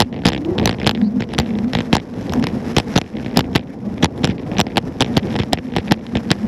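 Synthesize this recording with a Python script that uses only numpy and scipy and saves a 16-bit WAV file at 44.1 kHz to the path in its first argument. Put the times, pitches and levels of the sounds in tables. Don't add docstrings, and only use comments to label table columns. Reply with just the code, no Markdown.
import sys
import numpy as np
from scipy import signal
from scipy.fft import rfft, irfft, next_fast_len
from scipy.io import wavfile
from scipy.ndimage import map_coordinates

SR = 44100
rng = np.random.default_rng(int(sys.argv[2]) if len(sys.argv) > 2 else 0)


def wav_record(signal):
    frames = np.transpose(np.atleast_2d(signal))
    bounded = np.clip(frames, -1, 1)
    quanta = np.round(bounded * 32767).astype(np.int16)
    wavfile.write(sys.argv[1], SR, quanta)


def volts_from_decibels(level):
    exponent = np.asarray(level, float) / 20
    return 10 ** exponent


N = 285327


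def unit(x):
    return x / np.sqrt(np.mean(x ** 2) + 1e-20)


def wobble(rate):
    knots = rng.standard_normal(int(N * rate / SR) + 4)
    return map_coordinates(knots, [np.arange(N) * rate / SR])


def narrow(hz, width_hz):
    phase = 2 * np.pi * np.cumsum(hz) / SR
    return unit(wobble(width_hz) * np.cos(phase) + wobble(width_hz) * np.sin(phase))


def filtered(x, response):
    size = next_fast_len(N + SR // 2)
    return irfft(rfft(x, size) * response(np.fft.rfftfreq(size, 1 / SR)), size)[:N]


def placed(times, shapes):
    index = np.round(np.asarray(times) * SR).astype(int)[:, None] + np.arange(shapes.shape[1])
    return np.bincount(np.clip(index, 0, N).ravel(), shapes.ravel(), N + 1)[:N]


def curves(rows):
    s, *columns = np.transpose(rows)
    return [np.interp(np.arange(N) / SR, s, column) for column in columns]


# (frequency [Hz], width [Hz], level [dB])
DECK_MODES = [(45.4, 89, -17.5), (80.3, 31, -3), (108.6, 51.6, -3.5), (192.3, 79.3, -2.5), (348, 109, -8),
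              (467, 78, -8.5), (778, 410, -20)]


def deck(f):
    modes = 0
    for k, (centre, width, db) in enumerate(DECK_MODES):
        band = 1j * f * width
        modes = modes + (-1) ** k * volts_from_decibels(db) * band / (centre ** 2 - f ** 2 + band)
    return modes / (1 + 1j * f / 1500) ** 2


def thud(times, db, push):
    peak = np.abs(filtered(np.ones(1), deck)).max()
    return filtered(placed(times, volts_from_decibels(db)[:, None] * push), deck) / peak


# (frequency [Hz], level [dB], time to fall 60 dB [s])
HARDWARE_MODES = [(792, 2, 0.014), (1177, 9.5, 0.0019), (1875, 1, 0.0059), (2395, -6, 0.0068),
                  (3150, 9, 0.0025), (4050, -0.5, 0.0045), (5253, -2.5, 0.0094), (7150, -11.5, 0.009),
                  (10660, -9, 0.0055), (15000, -17, 0.0024)]


def strikes(times, db, hard_db=0, size=500):
    t = np.arange(size) / SR
    hz, mode_db, t60 = np.transpose(HARDWARE_MODES)
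    chance = rng.standard_normal((len(times), 2, len(hz)))
    force_db = np.minimum(db + hard_db, 3)
    octaves = np.log2(hz / 2500)
    dulling = .7 * np.maximum(octaves, 0) + .45 * np.maximum(-octaves, 0)
    soft_db = np.outer(np.minimum(force_db, 0), dulling)
    level = volts_from_decibels(db[:, None] + mode_db + soft_db + 3.3 * chance[:, 0])
    pitch = hz * np.exp(.08 * chance[:, 1])
    ring = 0
    for k in range(len(hz)):
        tone = np.sin(2 * np.pi * np.outer(pitch[:, k], t))
        ring = ring + (-1) ** k * level[:, k, None] * volts_from_decibels(-60 * t / t60[k]) * tone
    contact_s = .00006 * volts_from_decibels(-.45 * force_db)[:, None]
    return placed(times, ring * (1 - np.exp(-t / contact_s)) ** 3)


# (time [s], level [dB])
JOINTS = [(0.022, -7), (0.255, 1), (0.272, 4), (0.638, -4.5), (0.672, -1.5), (0.864, 2.5), (1.202, -1.5),
          (1.384, 3), (1.752, -3.5), (1.93, 7), (2.433, -5.5), (2.768, 3.5), (2.96, 4.5), (3.367, -1),
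          (3.384, 2), (3.554, 5), (4.032, 3.5), (4.237, -0.5), (4.29, 0), (4.588, -3.5), (4.774, -9.5),
          (5.003, -8), (5.169, 2.5), (5.397, 1), (5.527, -2.5), (5.763, -12), (5.781, -6.5), (5.914, 3.5),
          (6.155, -4.5), (6.308, 1.5)]


def bumps(count=30):
    s, db = np.transpose(JOINTS)
    t = np.arange(SR // 50) / SR
    rise_s = .0004 * np.exp(.4 * rng.standard_normal((len(s), 1)))
    u = t / rise_s
    push = u * np.exp(-u)
    push = push / push.sum(axis=1, keepdims=True)
    draw = rng.random((len(s), 2, count))
    rattle_s = s[:, None] - .004 + 0.033 * draw[:, 0]
    rattle_db = db[:, None] - 13 - 8 * draw[:, 0] - 10 * draw[:, 1]
    return thud(s, db, push) + strikes(rattle_s.ravel(), rattle_db.ravel())


KNOCK_DB = 0.5

# (time [s], level [dB])
SINGLE_CLICKS = [(0.0029, -1.5), (0.0113, -4.5), (0.021, -3.5), (0.255, -4), (0.2595, -5.5), (0.2667, -5),
                 (0.277, -4.5), (0.2854, -3.5), (0.2894, -4), (0.657, -0.5), (0.675, -1.5), (0.8664, -3.5),
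                 (0.8736, -1), (0.88, -10.5), (0.8934, -3), (0.898, -11), (0.9116, -7), (1.0148, -15),
                 (1.2057, -8.5), (1.387, -4.5), (1.399, -3.5), (1.5872, -14), (1.7338, -9.5), (1.751, -6.5),
                 (1.9344, -5), (1.95, -6), (1.953, -1), (1.967, -3), (2.2952, -15), (2.4264, -13),
                 (2.4403, -8), (2.469, -8), (2.7664, -5), (2.7834, -2), (2.7998, -7), (2.9394, -16.5),
                 (2.962, -6), (2.9673, -6), (2.977, -2), (2.984, -3.5), (3.0143, -9), (3.36, -15),
                 (3.3724, -0.5), (3.392, -1), (3.407, -6), (3.5304, -18), (3.5573, -3), (3.5618, -2.5),
                 (3.578, -11), (4.026, -11.5), (4.0442, -0.5), (4.0568, -6.5), (4.2441, -3.5), (4.252, -5),
                 (4.2739, -9), (4.584, -9), (4.5938, -6), (4.6018, -3), (4.6121, -4.5), (4.759, -14),
                 (4.771, -3.5), (4.7795, -4), (4.786, -12.5), (5.007, -3.5), (5.0146, -5), (5.0225, -3.5),
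                 (5.154, -27), (5.1694, -4.5), (5.177, -3.5), (5.3628, -10.5), (5.3893, -10),
                 (5.3999, -13.5), (5.4339, -11.5), (5.5318, -1), (5.539, -11.5), (5.764, -7),
                 (5.7691, -9.5), (5.7839, -10.5), (5.9212, -0.5), (5.938, -18), (6.1706, -10), (6.3151, -2)]


def clicks():
    s, db = np.transpose(SINGLE_CLICKS)
    draw = rng.random((len(s), 2, 4))
    rebound_s = s[:, None] + 0.00068 + 0.0059 * draw[:, 0]
    rebound_db = db[:, None] - 7 - 8 * draw[:, 0] - 8 * draw[:, 1]
    rebounds = strikes(rebound_s.ravel(), rebound_db.ravel())
    return strikes(s, db) + rebounds + thud(s, db + KNOCK_DB, 0.75)


# (first bounce time [s], last bounce time [s], first level [dB], last level [dB])
BOUNCING_SPELLS = [(0.1262, 0.178, -13.5, -23), (0.15, 0.189, -22, -17.5), (0.22, 0.237, -21.5, -19),
                   (0.303, 0.3778, -9.5, -9), (0.5812, 0.645, -9, -20), (0.693, 0.745, -6.5, -13.5),
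                   (0.785, 0.844, -16, -12.5), (0.949, 0.9745, -14, -18), (1.222, 1.2403, -8.5, -10.5),
                   (1.29, 1.348, -17, -14), (1.415, 1.506, -15.5, -21.5), (1.5363, 1.5534, -17.5, -16.5),
                   (1.77, 1.806, -11, -12), (1.9806, 1.999, -13, -16), (2.488, 2.5146, -18, -30),
                   (3.0429, 3.061, -22, -26), (3.137, 3.199, -22.5, -20.5), (3.23, 3.345, -20, -21.5),
                   (3.444, 3.457, -18, -22.5), (3.594, 3.628, -17, -24), (3.9787, 4.003, -21.5, -27),
                   (4.303, 4.33, -21, -22), (4.381, 4.467, -20.5, -33), (4.5156, 4.568, -18, -18),
                   (4.667, 4.719, -16, -23), (5.029, 5.095, -11.5, -18.5), (5.232, 5.304, -19, -15),
                   (5.329, 5.354, -17.5, -12), (5.5742, 5.5865, -17.5, -16.5), (5.651, 5.754, -29, -21),
                   (5.876, 5.891, -17.5, -22), (5.975, 6.01, -22.5, -28), (6.155, 6.18, -9, -19.5)]


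def chatter():
    bounce_s = .0165
    spells = []
    for first, last, first_db, last_db in BOUNCING_SPELLS:
        gaps = max(round((last - first) / bounce_s), 1)
        spells.append(np.linspace((first, first_db), (last, last_db), gaps + 1))
    times, db = np.concatenate(spells).T
    draw = rng.standard_normal((len(times), 6))
    times = times + .0008 * draw[:, 0]
    db = db + 2.4 * draw[:, 1]
    rebound_s = times + .0035 + .0012 * draw[:, 4]
    rebound_db = db - 7 + 3 * draw[:, 5]
    between_s = times + bounce_s * (.45 + 0.24 * draw[:, 2])
    between_db = db - 9.5 + 3 * draw[:, 3]
    hard_db = -7
    bouncing = strikes(times, db, hard_db)
    bouncing += strikes(rebound_s, rebound_db, hard_db)
    bouncing += strikes(between_s, between_db, hard_db)
    return bouncing + thud(times, db + KNOCK_DB, 0.87)


# (time [s], level [dB])
SMALL_STONES = [(2.3226, -22.5), (2.3973, -25), (4.178, -27.5)]


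def stones():
    s, db = np.transpose(SMALL_STONES)
    return strikes(s, db, hard_db=25)


# (time [s], length [s], start frequency [Hz], end frequency [Hz], level [dB])
FRICTION = [(1.021, 0.076, 4050, 4720, -41), (3.675, 0.058, 1690, 2050, -47)]


def squeals():
    t = np.arange(N) / SR
    out = np.zeros(N)
    for s, length, start_hz, end_hz, db in FRICTION:
        u = np.clip((t - s) / length, 0, 1)
        hz = start_hz + (end_hz - start_hz) * u
        out += volts_from_decibels(db) * np.sin(np.pi * u) * narrow(hz, width_hz=900)
    return out


# (time [s], frequency [Hz], level over the rumble [dB])
DECK_HUM = [(0, 224.1, 4), (0.3, 280, 0.5), (0.52, 340, 0), (0.621, 225.6, -23), (1.05, 227.4, 12.5),
            (1.3, 221.7, -2), (1.6, 228, 9.5), (1.9, 233.6, -5), (2.4, 242.6, 0.5), (3.999, 229.7, -3),
            (4.8, 257.7, -6.5), (5.4, 228.6, 2.5), (6.47, 229.8, 2.5)]


def drumming(lump):
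    hum_hz, hum_db = curves(DECK_HUM)
    shake = volts_from_decibels(2 * lump + 2 * wobble(70))
    rumble = unit(filtered(shake * rng.standard_normal(N), deck))
    hum = narrow(hum_hz * np.exp(.04 * wobble(12)), width_hz=65)
    return rumble + volts_from_decibels(hum_db + 3.6 * lump) * hum


# (frequency [Hz], relative level per Hz [dB])
GRIT_COLOUR = [(400, -2), (700, 2.5), (1300, -3), (1800, 0), (2800, -9), (4600, -14), (5300, -9),
               (6200, -16), (9700, -29), (11150, -19), (12500, -31), (15000, -70)]


def grit(lump):
    hz, db = np.transpose(GRIT_COLOUR)
    flicker = volts_from_decibels(.6 * lump + 2.6 * wobble(50) + 3 * wobble(400))
    noise = flicker * rng.standard_normal(N)
    return unit(filtered(noise, lambda f: volts_from_decibels(np.interp(np.log(f + 1), np.log(hz), db))))


# (time [s], deck rumble level [dB], grit hiss level [dB])
GROUND = [(0, -29, -48), (0.12, -30.5, -52), (0.45, -25, -41.5), (0.6, -17, -43), (0.78, -21.5, -43.5),
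          (1.1, -24.5, -43.5), (1.85, -26.5, -41.5), (2.12, -27, -44), (2.35, -21, -38.5), (2.74, -27, -37),
          (2.9, -25.5, -39.5), (3.2, -32, -45.5), (3.47, -23, -42), (3.799, -32, -51.5), (4.2, -23, -45.5),
          (4.9, -27, -45), (5.3, -21.5, -38), (5.65, -31, -46.5), (6.05, -27, -43), (6.47, -26.5, -39.5)]


def rolling():
    rumble_db, hiss_db = curves(GROUND)
    lump = wobble(18)
    return volts_from_decibels(rumble_db) * drumming(lump) + volts_from_decibels(hiss_db) * grit(lump)


def specks(count=450):
    hiss_db = curves(GROUND)[-1]
    where, size = rng.random((count, 2)).T
    db = hiss_db[(where * N).astype(int)] + 1.5 - 3 * np.log(size)
    return strikes(where * N / SR, db, hard_db=14)


def scene():
    return (bumps() + clicks() + chatter() + stones() + squeals() + rolling() + specks())[None]


def low_pass(x):
    return signal.sosfilt(signal.butter(12, 16360, fs=SR, output="sos"), x)


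def record(dry):
    keep = np.exp(-1 / (.09 * SR))
    power = signal.lfilter([1 - keep], [1, -keep], dry ** 2)
    knee_power = volts_from_decibels(-18.25) ** 2
    x = 1.31 * dry / np.sqrt(1 + power / knee_power)
    x = x / (1 + np.abs(x) ** 8) ** (1 / 8)
    x = filtered(x[0], lambda f: 1j * f / (30 + 1j * f) / (1 + (f / 15400) ** 30))[None]
    return low_pass(x)


dry = scene()
out = record(dry)
wav_record(out)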